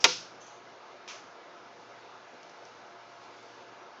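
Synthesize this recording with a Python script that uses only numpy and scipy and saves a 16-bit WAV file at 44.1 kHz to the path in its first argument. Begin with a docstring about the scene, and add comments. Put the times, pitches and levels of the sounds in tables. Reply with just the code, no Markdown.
"""A quiet living room, one narrow-band microphone close to a small hand-held crossbow.
The string slips its catch and cracks forward; limbs and stock ring briefly. The snap overloads the
microphone, whose limiter ducks the start of the echo. Faint scrapes follow, then a weaker click from
across the room, then small ticks and rustling clothes as the shooter moves. A fan murmurs throughout."""
import sys
import numpy as np
from scipy import signal
from scipy.fft import rfft, irfft, next_fast_len
from scipy.io import wavfile
from scipy.ndimage import uniform_filter1d, minimum_filter1d, map_coordinates

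SR = 44100
rng = np.random.default_rng(int(sys.argv[2]) if len(sys.argv) > 2 else 0)


def master(y):
    """Save y as 16-bit WAV."""
    cut = np.clip(np.atleast_2d(y).T, -1, 1)
    pcm = np.round(cut * 32767)  # scale
    wavfile.write(sys.argv[1], SR, pcm.astype(np.int16))


N = 176400
RELEASE_S = .0423


def string_crack():
    """Close up: the string cracks at release and on reaching rest, then slaps the stock more dully."""
    # the two cracks (time [s], level [dB])
    blows = [(.0423, -6.5), (.0441, -10.5)]
    # colours of crack and slap (frequency [Hz], level [dB])
    crack_colour = [(60, -54), (120, -30.5), (230, -9.5), (450, -8.5), (1200, -2), (1750, -9), (2600, 3),
                    (4000, -3), (6500, 2.5), (8000, -4), (10000, -35.5)]
    slap_colour = [(60, -44), (130, -23), (230, -4), (450, 3), (1200, 4), (1750, -3), (2600, 6),
                   (4000, -7.5), (6500, -4), (9000, -21.5)]
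    # their decays (frequency [Hz], t60 [s])
    crack_t60 = [(300, .07), (2000, 0.072), (4500, 0.048), (7000, 0.04)]
    slap_t60 = [(400, 0.075), (2500, 0.026), (7000, .03)]
    out = np.zeros(N)
    for s, db in blows:
        add(out, s, amp(db) * burst(crack_colour, crack_t60))
    add(out, .0513, amp(-13.5) * burst(slap_colour, slap_t60))
    return out


def bow_ring():
    """Limbs and stock ring; their bending wave travels faster in the treble and arrives as a chirp."""
    # modes of limbs and stock (frequency [Hz], relative level [dB], t60 [s])
    modes = [(225, -20, 0.066), (362.5, -11.5, 0.15), (410.8, -12.5, .16), (498.5, -8.5, 0.18),
             (918.5, -5.5, 0.13), (1128, 1.5, 0.051), (1228, -4, 0.045), (1387, -2, .12), (2022, 0, 0.07),
             (2270, 1, .07), (2487, -3, .085), (2642, -2, 0.068), (2805, -1, .07), (3322, -0.5, 0.036),
             (3710, 7.5, 0.048), (4570, -1.5, 0.046), (5820, -3.5, .05)]
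    out, t = np.zeros(N), np.arange(SR) / SR
    ring_db, lag_at_1khz_s = -14.5, .0015
    for hz, db, t60 in modes:
        ring = amp(ring_db + db + rng.normal()) * np.sin(2 * np.pi * hz * t) * fade(t60) * rise(.002)
        add(out, RELEASE_S + lag_at_1khz_s * np.sqrt(1000 / hz), ring)
    start_hz, end_hz, fall_s = 5714, 1764, .0034
    chirp_hz = end_hz + (start_hz - end_hz) * np.exp(-t / fall_s)
    add(out, RELEASE_S, amp(-5) * np.sin(2 * np.pi * np.cumsum(chirp_hz) / SR) * fade(t60=.042))
    return out


def shot_echo():
    """The room answers the shot with a diffuse echo and one low, lingering mode."""
    # colour of the echo (frequency [Hz], level [dB])
    colour = [(60, -28.5), (150, -16), (400, 1), (1000, -6.5), (1700, -9), (2500, 0), (4000, 0.5),
              (5500, 2.5), (7000, -4), (10000, -13)]
    out, t = np.zeros(N), np.arange(SR) / SR
    add(out, RELEASE_S, amp(-22) * echo(colour))
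    room_mode = np.sin(2 * np.pi * 168 * t) * fade(t60=.8) * rise(.003904)
    add(out, RELEASE_S, amp(-49) * room_mode)
    return out


def string_slip():
    """The string slides off its catch just before the release."""
    # colour of the rub (frequency [Hz], level [dB])
    colour = [(500, -14), (2500, -7.5), (4000, -10), (5400, 3), (6500, -5), (8000, -7)]
    return np.pad(amp(-42.5) * stroke(colour, rise_s=.01207, t60=.2), (0, N - SR))


def far_click():
    """Across the room: a small hard clatter that reaches the microphone mostly as echo."""
    # the click and its bounces (time [s], level [dB])
    clicks = [(1.0782, -37), (1.0865, -40.5), (1.0975, -45), (1.1205, -46)]
    # their colour (frequency [Hz], level [dB])
    colour = [(100, -29), (500, -14), (1200, 5.5), (1800, -3), (2400, 6.5), (4000, -2), (6200, 2.5),
              (8000, -8), (10000, -18)]
    return taps(clicks, colour, t60=.027, room_db=-4.5)


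def handling():
    """Close up: the hand scrapes lightly as it settles, and later makes small ticks on the bow."""
    # contacts of the hand (time [s], level [dB])
    scrapes = [(.402, -55), (.458, -57)]
    ticks = [(2.4313, -49), (2.4956, -51.5), (2.6528, -47), (3.24, -53.5), (3.428, -51)]
    # their colours (frequency [Hz], level [dB])
    scrape_colour = [(500, -9), (2500, -17), (3250, -2), (3800, -19), (4370, -5), (5300, -12), (5900, 0),
                     (6300, 4.5), (6700, -1), (7200, -5), (8000, -17)]
    tick_colour = [(300, -19.5), (2500, -7), (5500, 3.5), (8000, -5), (10000, -19)]
    out = taps(ticks, tick_colour, t60=.016, room_db=-15)
    for s, db in scrapes:
        add(out, s, amp(db) * stroke(scrape_colour, rise_s=.011, t60=.52))
    return out


def clothes():
    """Cloth rubs in uneven swells as the shooter moves."""
    # course of the rustle (time [s], level [dB])
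    swells = [(0, -71), (1.6, -79.5), (1.8, -64), (2.3, -69), (2.7, -64), (3.0, -68.5), (3.25, -62.5),
              (3.55, -61), (3.75, -80.5)]
    # colour of the cloth (frequency [Hz], level [dB])
    colour = [(300, -17), (2000, 0), (5500, -1), (8000, -9)]
    level_db = np.interp(np.arange(N) / SR, *np.transpose(swells)) + 1.21 * wobble(18)
    return amp(level_db) * noise(colour, size=N)


def fan_air():
    """Room tone: the fan's air noise, slightly patchy in time and frequency."""
    # broad colour of the air (frequency [Hz], level [dB])
    colour = [(15, -70), (25, -36), (48, -21.5), (91, -28.5), (108, -18), (147, -17.5), (334, -8.5),
              (367, -3), (404, -8.5), (575, -5), (617, -8.5), (678, -3.5), (745, -6.5), (1280, -6.5),
              (1870, -14), (5400, -24.5), (7000, -28), (9100, -53.5), (15400, -120)]
    # narrow humps and dips in it (frequency [Hz], width [Hz], gain [dB])
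    humps = [(885, 35, 2.5), (1160, 88, -2), (1696, 26, 3.5), (1826, 80, -4), (2570, 33.8, 11.5),
             (2570, 46, -11.5), (3174, 170, -2.5)]
    hump_gain = lambda f: amp(sum(db * np.exp(-((f - hz) / width) ** 2) for hz, width, db in humps))
    spectra = signal.stft(filtered(noise(colour, size=N), hump_gain), nperseg=512)[2]
    patches = uniform_filter1d(rng.standard_normal(spectra.shape), size=5, axis=0)
    patch_db = 1.3 * unit(uniform_filter1d(patches, size=12, axis=1))
    air = signal.istft(spectra * amp(patch_db))[1][:N]
    return amp(-50.5) * unit(air)


def fan_motor():
    """The motor hums in a few lines, each wavering in level and phase."""
    # motor lines (frequency [Hz], level [dB])
    lines = [(118.4, -74.5), (361, -75), (479, -69), (587, -69), (694.4, -63)]
    out, t = np.zeros(N), np.arange(N) / SR
    top_hz = lines[-1][0]
    for hz, db in lines:
        level = np.sqrt(2) * amp(db) * (1 + .3 * wobble(5))
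        drift_rad = .7 * hz / top_hz * wobble(9)
        out += level * np.sin(2 * np.pi * hz * t + drift_rad)
    return out


def echo(colour):
    """The room's diffuse answer to a sharp contact; it builds up after a short gap."""
    # room decay (frequency [Hz], t60 [s]); one point below zero pulls the low mids short
    room_t60 = [(150, 0.82), (500, -0.15), (1200, 0.47), (2500, 0.3832), (5000, 0.4443), (8000, 0.42)]
    gap_s, build_s = .002, .003904
    tail = dying(noise(colour, size=SR), room_t60) * rise(build_s)
    return np.pad(tail, (round(gap_s * SR), 0))


def burst(colour, t60s):
    """A short noisy contact with a smooth spectrum, starting near rms 1."""
    spectrum = rfft(dying(rng.standard_normal(SR // 4), t60s))
    hz = np.fft.rfftfreq(SR // 4, 1 / SR)
    life_samples = SR * along(t60s, hz) / (2 * np.log(1000))
    magnitude = unit(amp(along(colour, hz))) * np.sqrt(life_samples)
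    return irfft(spectrum / np.abs(spectrum) * magnitude)[:SR // 8]


def taps(rows, colour, t60, room_db):
    """Short contacts without a ring, each with its echo."""
    out = np.zeros(N)
    for s, db in rows:
        add(out, s, amp(db) * noise(colour, size=SR) * fade(t60))
        add(out, s, amp(db + room_db) * echo(colour))
    return out


def stroke(colour, rise_s, t60):
    """A light rub that swells and fades."""
    shape = rise(rise_s) * fade(t60)
    return noise(colour, size=SR) * shape / shape.max()


def amp(db):
    """Decibels to gain."""
    return 10 ** (np.asarray(db) / 20)


def unit(x):
    """Scale to rms 1."""
    return x / np.sqrt(np.mean(x ** 2) + 1e-20)


def along(points, hz):
    """Interpolate (frequency [Hz], value) points on a log axis."""
    freqs, values = np.transpose(points)
    return np.interp(np.log(hz + 1), np.log(freqs + 1), values)


def wobble(rate):
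    """A smooth random curve, rate knots a second."""
    knots = rng.standard_normal(int(N * rate / SR) + 4)
    return map_coordinates(knots, [np.arange(N) * rate / SR])


def filtered(x, response):
    """Filter x by a gain given as a function of frequency."""
    size = next_fast_len(len(x) + 8192)
    return irfft(rfft(x, size) * response(np.fft.rfftfreq(size, 1 / SR)), size)[:len(x)]


def noise(colour, size):
    """Coloured noise of rms 1."""
    return unit(filtered(rng.standard_normal(size), lambda hz: amp(along(colour, hz))))


def dying(x, t60s):
    """Each frequency of x dies at its own speed."""
    hz, t, spectra = signal.stft(x, SR, nperseg=128)
    decay = amp(-60 * t / along(t60s, hz)[:, None])
    return signal.istft(spectra * decay, SR)[1][:len(x)]


def fade(t60):
    """One second of exponential decay."""
    return np.exp(-np.log(1000) * np.arange(SR) / SR / t60)


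def rise(seconds):
    """One second of a soft start."""
    return 1 - np.exp(-np.arange(SR) / SR / seconds)


def add(track, s, x):
    """Mix x into the track at time s."""
    part = track[round(s * SR):][:len(x)]
    part += x[:len(part)]


def limiter(x):
    """Peaks over the threshold duck the gain, which holds and then recovers at a steady rate."""
    threshold_db, attack_s, hold_s, release_db_per_s = -3, .002, .034, 329.5
    over_db = np.maximum(20 * np.log10(np.abs(x) + 1e-9) - threshold_db, 0)
    half = round(hold_s * SR / 2)
    held_db = -minimum_filter1d(-over_db, 2 * half + 1, origin=half)
    ramp_db = release_db_per_s * np.arange(N) / SR
    target_db = np.maximum.accumulate(held_db + ramp_db) - ramp_db
    pole = np.exp(-1 / (attack_s * SR))
    duck_db = signal.lfilter([1 - pole], [1, -pole], target_db)
    return x * amp(-duck_db)


def scene():
    """The shot, the small sounds around it and the fan, at one microphone position."""
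    shot = string_crack() + bow_ring() + shot_echo()
    small_sounds = string_slip() + far_click() + handling() + clothes()
    return (shot + small_sounds + fan_air() + fan_motor())[None]


def record(dry):
    """A narrow-band microphone into a limiter; what slips through is softly clipped."""
    # microphone response (frequency [Hz], gain [dB])
    response = [(20, -22), (45, -4), (100, -1), (6400, -0.5), (7000, -6), (7500, -13), (8000, -25),
                (9000, -38), (10000, -67)]
    ceiling, low_cut_hz, high_cut_hz = .77, 52, 16200
    x = limiter(filtered(dry[0], lambda hz: amp(along(response, hz))))
    x = x / (1 + np.abs(x / ceiling) ** 8) ** (1 / 8)
    x = signal.sosfilt(signal.butter(2, low_cut_hz, 'high', fs=SR, output='sos'), x)
    high_cut = signal.firwin(121, high_cut_hz, fs=SR, window='blackman')
    return signal.fftconvolve(x, high_cut, 'same')[None]


dry = scene()
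out = record(dry)
master(out)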